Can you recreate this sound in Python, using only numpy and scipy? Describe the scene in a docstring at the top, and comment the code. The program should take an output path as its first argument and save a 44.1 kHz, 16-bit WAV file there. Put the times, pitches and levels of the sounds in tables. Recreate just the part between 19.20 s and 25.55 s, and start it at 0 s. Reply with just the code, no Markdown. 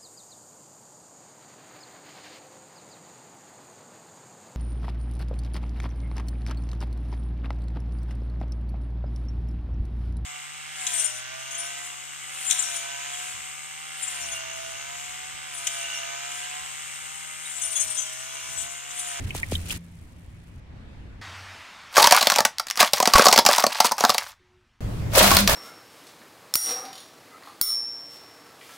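"""A car tyre crushes things

Three short scenes of a slowly rolling tyre, joined by hard cuts, with an idling engine behind.
On a street, foil drink pouches snap, burst and spray. In a yard, two hollow plastic toys crack one
after the other, in mono. In a garage, a thicker plastic box crunches. Each split in the plastic is
a burst of noise that makes the shell ring; many tiny splits together make the crunch."""
import sys
import numpy as np
from scipy import signal
from scipy.io import wavfile
from scipy.ndimage import uniform_filter1d

SR = 44100
rng = np.random.default_rng(int(sys.argv[2]) if len(sys.argv) > 2 else 0)


def log_audio(samples):
    """Write samples as a 16-bit WAV file to the path given in sys.argv[1]."""
    # one column per channel
    frames = np.atleast_2d(samples).T
    # limit to full scale, then quantise
    limited = np.clip(frames, -1, 1)
    pcm = np.round(limited * 32767).astype(np.int16)
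    wavfile.write(sys.argv[1], SR, pcm)


N = 280035
GARAGE_START_S = 5.606

# street air with the engine's rumble: f/Hz, relative level/dB
STREET_SPECTRUM = [(25, -15.5), (69, 7), (140, -12.5), (220, -10), (400, -22), (1300, -30), (2200, -29.5),
                   (9000, -52), (15000, -65)]
# cracks of the toys, then of the box: t/s, split level/dB, ring level/dB (both relative)
CRACK_EVENTS = [(2.7671, -2.5, -14.5), (2.7784, 4, -7), (2.818, -11, -22), (2.8275, 4, -22),
                (2.8413, 1.5, -20), (2.871, 6, -10), (2.9096, 1, -18.5), (2.9223, 8, -8),
                (3.0101, -3.5, -19.5), (3.026, -3, -20.5), (3.0705, 5.5, -14), (3.1002, 2, -21.5),
                (3.1192, -1, -16.5), (3.1597, 0, -21.5), (3.1839, -1.5, -12.5), (3.2043, -1.5, -15),
                (3.2506, 0.5, -14.5), (3.384, -7, -56), (3.3965, -9, -23), (3.468, -18.5, -38),
                (3.484, -18, -59), (3.5005, -9.5, -41), (3.5099, -5.5, -55), (3.557, -16.5, -49),
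                (3.5735, -9, -28.5), (3.6064, 2.5, -10), (3.6284, -2.5, -11.5), (3.7333, 2, -16.5),
                (3.78, -11, -31.5), (3.8017, -1.5, -13), (3.8258, -1, -15), (3.8552, -3.5, -30),
                (3.8738, 2, -11.5), (3.9362, 5, -9.5), (3.9551, -1, -6), (3.9814, 1, -13),
                (3.9944, 0, -4.5), (4.0196, -5, -15), (4.0562, 6, -9.5), (4.066, 5.5, -6.5),
                (4.084, 4, -11), (4.113, -4, -23.5), (4.126, 4.5, -10), (4.138, -3, -17), (4.1603, -3, -18),
                (4.1764, 2.5, -8), (4.1876, 5, -8.5), (4.251, -3.5, -18.5), (4.2628, 9.5, -11.5),
                (4.2885, 0.5, -10.5), (4.321, -7.5, -26), (4.381, -0.5, -15), (4.403, -10, -26),
                (4.4392, -1.5, -10), (4.466, -2.5, -17), (4.6019, 2, -9.5), (4.6455, -7, -14),
                (4.7115, -17, -24), (4.7188, -5, -16.5), (4.7812, -12, -24.5), (4.806, -6.5, -20),
                (4.8384, -5, -10), (4.8489, 0, -12.5), (4.8947, -1, -13.5), (4.9006, 0.5, -18),
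                (4.945, -6, -22), (4.9809, -3, -29.5), (6.0124, -27, -15), (6.0383, -4, -15),
                (6.1145, -1, -12), (6.1673, 4.5, -16.5), (6.2756, 2.5, -23)]
# a shell gives way and crunches until flat: t/s, relative level/dB, fall/(dB per s), end/s
CAVE_INS = [(2.775, -12.5, 102, 2.94), (2.94, -14.5, 19, 2.985), (3.03, -24, 30, 3.17),
            (3.89, -29.5, 6.5, 4.15), (3.6, -15.5, 153, 3.68), (3.74, -31, 2, 3.83),
            (3.96, -18.5, 19.5, 4.05), (4.29, -20, 31, 4.42), (4.5, -32.5, 1, 4.6),
            (4.65, -19.5, 182, 4.68), (4.79, -31, 27, 5.1), (5.96, -13, 21, 6.2), (6.295, -18.5, 62, 6.48)]


def amp(db):
    """Turn decibels into a gain."""
    return 10 ** (np.asarray(db) / 20)


def unit_power(x):
    """Scale a sound to an average power of one."""
    return x / np.sqrt(np.mean(x ** 2) + 1e-20)


def value_at(points, hz):
    """Look up a curve over frequency."""
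    f, value = np.transpose(points)
    return np.interp(np.log(hz + 1), np.log(f + 1), value)


def level(curve):
    """Gain per sample, silent outside the curve."""
    s, db = np.transpose(curve)
    return amp(np.interp(np.arange(N) / SR, s, db, -200, -200))


def swells(rows, rise=699.5, stop=551):
    """Gain per sample: each row rises, sinks, then dies away; rates are in dB per s."""
    t, power = np.arange(N) / SR, 0
    for s, db, fall, end in rows:
        before, after, past_end = np.maximum([s - t, t - s, t - end], 0)
        power += amp(db - rise * before - fall * after - stop * past_end) ** 2
    return np.sqrt(power)


def add(mix, s, sound):
    """Mix a sound in, starting at s seconds."""
    part = mix[..., round(s * SR):][..., :sound.shape[-1]]
    part += sound[..., :part.shape[-1]]


def colour(x, spectrum):
    """Filter a sound to the given spectrum, with no ringing ahead of a hit."""
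    log_gain = np.log(amp(value_at(spectrum, abs(np.fft.fftfreq(4096, 1 / SR)))))
    taps = np.fft.ifft(np.exp(np.conj(signal.hilbert(log_gain)))).real[None, :2048]
    return signal.oaconvolve(x, taps / np.linalg.norm(taps), axes=1)[:, :N]


def air(spectrum, curve):
    """Background noise with drifting louder patches; left and right share mostly the bass."""
    # how alike the two sides are: f/Hz, likeness (0 to 1)
    likeness = [(100, 0.93), (800, 0.027)]
    hz = np.fft.rfftfreq(1024, 1 / SR)
    a, b, c, d, patches = rng.standard_normal((N // 256 + 5, 513, 5)).T
    patches = uniform_filter1d(patches, size=10, axis=0)
    patches = unit_power(uniform_filter1d(patches, size=12, axis=1))
    same = value_at(likeness, hz)[:, None]
    left = a + 1j * b
    right = same * left + np.sqrt(1 - same ** 2) * (c + 1j * d)
    spectra = np.array([left, right]) * amp(value_at(spectrum, hz)[:, None] + 1.5 * patches)
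    noise = signal.istft(spectra, nperseg=1024, noverlap=768)[1][:, :N]
    return level(curve) * unit_power(noise)


def street_air():
    """The low rumble of the street."""
    # street loudness: t/s, level/dB
    loudness = [(0, -33), (.57, -37.5), (.59, -47), (1.4, -44.5), (1.7, -40.5), (2.014, -42)]
    return air(STREET_SPECTRUM, loudness)


def yard_air():
    """A fading hiss and a distant engine, in mono."""
    # yard hiss: f/Hz, relative level/dB
    hiss = [(40, -34), (200, -8), (400, -14.5), (1000, -3), (2000, -3), (6000, -15), (15500, -37.5)]
    # loudness of the hiss and of the engine: t/s, level/dB
    hiss_level = [(2.014, -41.5), (2.7, -47), (3.298, -51), (5.2, -67), (5.604, -69.5)]
    engine_level = [(2.019, -64.5), (5.606, -68)]
    return air(hiss, hiss_level)[0] + air(STREET_SPECTRUM, engine_level)[0]


def garage_air():
    """The deep, louder rumble of the garage."""
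    # garage rumble: f/Hz, relative level/dB
    rumble = [(15, -31), (25, -5), (110, -7.5), (227, -17.5), (703, -27.5), (1270, -35), (15500, -53.5)]
    # its loudness: t/s, level/dB
    loudness = [(5.606, -30), (6.35, -27)]
    return air(rumble, loudness)


def engine_hum(width_hz=3.7):
    """Low engine tones that waver at random."""
    # engine tones and a faint yard tone: start/s, end/s, f/Hz, start level/dB, end level/dB
    tones = [(0, 1.4, 86.7, -47, -63), (.35, 2.015, 170.8, -45, -65), (2.018, 2.43, 93.8, -45.5, -54),
             (5.199, 5.46, 364, -63.5, -68.5), (5.608, 6, 109, -34, -32.5), (6.02, 6.27, 198.5, -26.5, -26)]
    out, decay = np.zeros(N), np.exp(-np.pi * width_hz / SR)
    for start, end, hz, db, end_db in tones:
        t = np.arange(0, end - start, 1 / SR)
        noise = rng.standard_normal((2, N)).T[:len(t)] @ [1, 1j]
        drift = signal.lfilter([1], [1, -decay], noise)
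        tone = ((1.7 + drift / np.std(drift)) * np.exp(2j * np.pi * hz * t)).real
        add(out, start, amp(np.linspace(db, end_db, len(t))) * unit_power(tone))
    return out


def with_echoes(x, t60, echo_db):
    """Add echoes from the ground, tyre and car's underside; they fade 60 dB in t60 seconds."""
    taps = np.zeros((len(x), 12000))
    delays = np.arange(100, 11960, 20) + rng.integers(0, 20, (len(x), 593))
    strengths = rng.choice([-1., 1.], delays.shape) * amp(-60 * delays / SR / t60)
    np.put_along_axis(taps, delays, strengths, 1)
    taps = signal.lfilter([1], [1, -.4], taps)  # duller than the direct sound
    return x + amp(echo_db) * signal.oaconvolve(x, taps / np.linalg.norm(taps[0]), axes=1)[:, :N]


def crackle(gain, spectrum, per_s, spread_db, t60, channels):
    """Tiny splits or drops as puffs of noise; low, middle and high ones come at their own moments."""
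    out = np.zeros((channels, N))
    fade = amp(-60 * np.arange(2000) / SR / t60)
    for band_hz in ((30, 1800), (2200, 6500), (6000, 18000)):
        size = amp(spread_db * np.minimum(rng.exponential(1, N), 4))
        hits = size * (rng.random(N) < per_s / SR)
        power = signal.oaconvolve(hits ** 2, fade ** 2)[:N]
        puffs = np.sqrt(abs(power)) * rng.standard_normal((channels, N))
        out += signal.lfilter(*signal.butter(1, band_hz, "band", fs=SR), puffs)
    return gain * unit_power(colour(out, spectrum))


def juice_spray():
    """Juice jets out of the burst pouches, then trickles on the road."""
    # hiss of the juice: f/Hz, relative level/dB
    hiss = [(600, -12), (2500, 0), (4500, -7.5), (9000, -3), (15000, -14)]
    # jets running down: t/s, level/dB, fall/(dB per s), end/s
    jets = [(.15, -36, 30, .19), (.316, -36, 28, 0.354)]
    # running juice: t/s, level/dB
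    trickle = [(0, -48.5), (.46, -47.5), (.52, -30), (.578, -46), (.584, -62), (1.4, -66)]
    gain = np.hypot(swells(jets, rise=1500), level(trickle))
    return crackle(gain, hiss, per_s=800, spread_db=4.2, t60=0.023, channels=2)


def foil_snaps(t60=0.03):
    """The pouch foil snaps with a short, rough ring of four nearby tones."""
    # snaps: t/s, level/dB, f/Hz
    snaps = [(0.1058, -21, 2540), (0.2308, -11.5, 2060), (0.3528, -15, 3260), (0.5053, -16, 2930)]
    out, t = np.zeros((2, N)), np.arange(3000) / SR
    for s, db, hz in snaps:
        detune, phase = rng.random((2, 2, 4, 1))
        ring = np.sin(2 * np.pi * (hz * (0.827 + 0.37 * detune) * t + phase)).sum(1) / 2
        add(out, s, amp(db - 60 * t / t60) * ring * np.minimum(t / 0.0013, 1))
    return out


def thumps():
    """A pouch bursts or the tyre drops: a push of air whose pitch falls fast."""
    # pushes of air: t/s, level/dB, start f/Hz, end f/Hz, time to fade 60 dB/s
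    pushes = [(0.149, -27.5, 1130, 108, 0.068), (0.321, -21.5, 795, 83.6, 0.44), (3.952, -8, 60, 35, 0.055)]
    out, t = np.zeros(N), np.arange(12000) / SR
    for s, db, start_hz, end_hz, t60 in pushes:
        hz = end_hz + (start_hz - end_hz) * np.exp(-t / 0.0043)
        add(out, s, amp(db - 60 * t / t60) * np.sin(2 * np.pi * np.cumsum(hz) / SR))
    return out


def shell_groans(width_hz=80, slips_per_s=500):
    """Uneven slips make a hollow shell ring, higher as it is squeezed."""
    # groans: start/s, end/s, start f/Hz, end f/Hz, level/dB
    groans = [(2.773, 2.883, 733, 1050, -17.5), (5.954, 6.042, 535, 640, -16.5)]
    out, decay = np.zeros(N), np.exp(-np.pi * width_hz / SR)
    for start, end, hz, end_hz, db in groans:
        count = round((end - start) * SR)
        size, chance = rng.random((2, N))[:, :count]
        slips = size * (chance < slips_per_s / SR)
        glide = np.exp(2j * np.pi * np.cumsum(np.linspace(hz, end_hz, count)) / SR)
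        ring = glide * signal.lfilter([1], [1, -decay], slips / glide)
        add(out, start, amp(db) * unit_power(ring.real) * signal.windows.tukey(count, .5))
    return out


def cracks(rows, spectrum, t60, ring_t60=0.031):
    """A split runs through the plastic as a stuttering burst and shakes the panels near it."""
    # the shell's own tones: f/Hz, relative level/dB
    shell_tones = [(715, 0.5), (815, 1.4), (1035, 6.5), (1220, 5.6), (1400, 5.5), (1650, 4.6)]
    # pitch of the panel under the tyre, which rings most: t/s, f/Hz
    panel_pitch = [(2.75, 800), (3.2, 1030), (3.5, 1450), (3.65, 875), (5.0, 861), (5.95, 562), (6.2, 1190)]
    split, ring, t = np.zeros((1, N)), np.zeros(N), np.arange(6000) / SR
    hz, tone_db = np.transpose(shell_tones)[:, :, None]
    for s, split_db, ring_db in rows:
        panel_hz = np.interp(s, *np.transpose(panel_pitch))
        stutter, noise = rng.standard_normal((2, len(t)))
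        detune, damping = rng.random((2, len(hz), 1))
        length, rise, pitch = rng.random(3)
        fade_s = t60 * (.6 + .8 * length) * amp(.3 * split_db)  # small splits are short
        shape = amp(-60 * t / fade_s) + .05 * amp(-60 * t / (5 * fade_s))  # break, then settle
        shape *= amp(3.5 * unit_power(uniform_filter1d(stutter, size=50)))
        shape *= np.minimum(t / (.0003 + .0015 * rise ** 2), 1)
        burst = noise * shape
        # each broken piece has a pitch of its own
        piece = signal.lfilter(*signal.iirpeak(4200 * 2 ** (0.6 * pitch), 4, SR), burst)
        snap = signal.lfilter(*signal.butter(2, 1.05 * panel_hz, "high", fs=SR), burst + 1.4 * piece)
        add(split, s, amp(split_db) * snap / abs(snap).max())
        start_db = tone_db - 11 * abs(np.log2(hz / panel_hz)) - 6 * damping
        fades = amp(start_db - 60 * t * hz / panel_hz / ring_t60)  # higher tones die sooner
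        tones = fades * np.sin(2 * np.pi * hz * (.86 + .28 * detune) * t)
        shaken = signal.oaconvolve(tones.sum(0), burst[:300])[:len(t)]
        add(ring, s, amp(ring_db) * shaken / np.std(shaken[:441]))
    return colour(split, spectrum) + ring


def plastic_toys():
    """Small shells crack with little bass; the air inside the tyre answers each blow."""
    # breaking toy plastic: f/Hz, relative level/dB
    spectrum = [(80, -39.5), (500, -5), (900, 5), (3000, -3.5), (5200, -4), (11000, -11.5), (16000, -14)]
    toys = cracks([row for row in CRACK_EVENTS if row[0] < GARAGE_START_S], spectrum, t60=0.02)
    gain = swells(CAVE_INS) * (np.arange(N) / SR <= GARAGE_START_S)
    toys += crackle(gain, spectrum, per_s=600, spread_db=5.6, t60=0.013, channels=1)
    cavity = signal.iirpeak(215, 1.5, SR)
    tyre = signal.lfilter(*cavity, signal.lfilter(*cavity, toys))
    shells = signal.lfilter(*signal.butter(4, 520, "high", fs=SR), toys)
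    return shells + amp(-7) * tyre


def plastic_box():
    """A thicker box cracks and crunches flat; its bass reaches both sides alike."""
    # breaking box plastic: f/Hz, relative level/dB
    spectrum = [(150, -23), (600, 5.5), (3000, -5), (8400, -8.5), (16000, -9.5)]
    box = cracks([row for row in CRACK_EVENTS if row[0] > GARAGE_START_S], spectrum, t60=0.017)
    gain = swells(CAVE_INS) * (np.arange(N) / SR > GARAGE_START_S)
    box = box + crackle(gain, spectrum, per_s=600, spread_db=4.0, t60=0.025, channels=2)
    return box + signal.lfilter(*signal.butter(1, 1300, fs=SR), box[::-1] - box) / 2


def scene():
    """Street, yard and garage, one after another."""
    street = street_air() + juice_spray()
    yard = with_echoes(plastic_toys(), t60=0.15, echo_db=-13) + yard_air()
    garage = with_echoes(plastic_box(), t60=0.29, echo_db=-6.5) + garage_air()
    return street + yard + garage + engine_hum() + foil_snaps() + thumps() + shell_groans()


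def record(dry):
    """Round off the loudest cracks, then cut the highest treble."""
    clipped = np.tanh((1.1 * abs(dry)) ** 4) ** .25 * np.sign(dry) / 1.1
    lowpass = signal.firwin(511, 15900, window=("kaiser", 9), fs=SR)
    return signal.oaconvolve(clipped, lowpass[None], "same")


dry = scene()
out = record(dry)
log_audio(out)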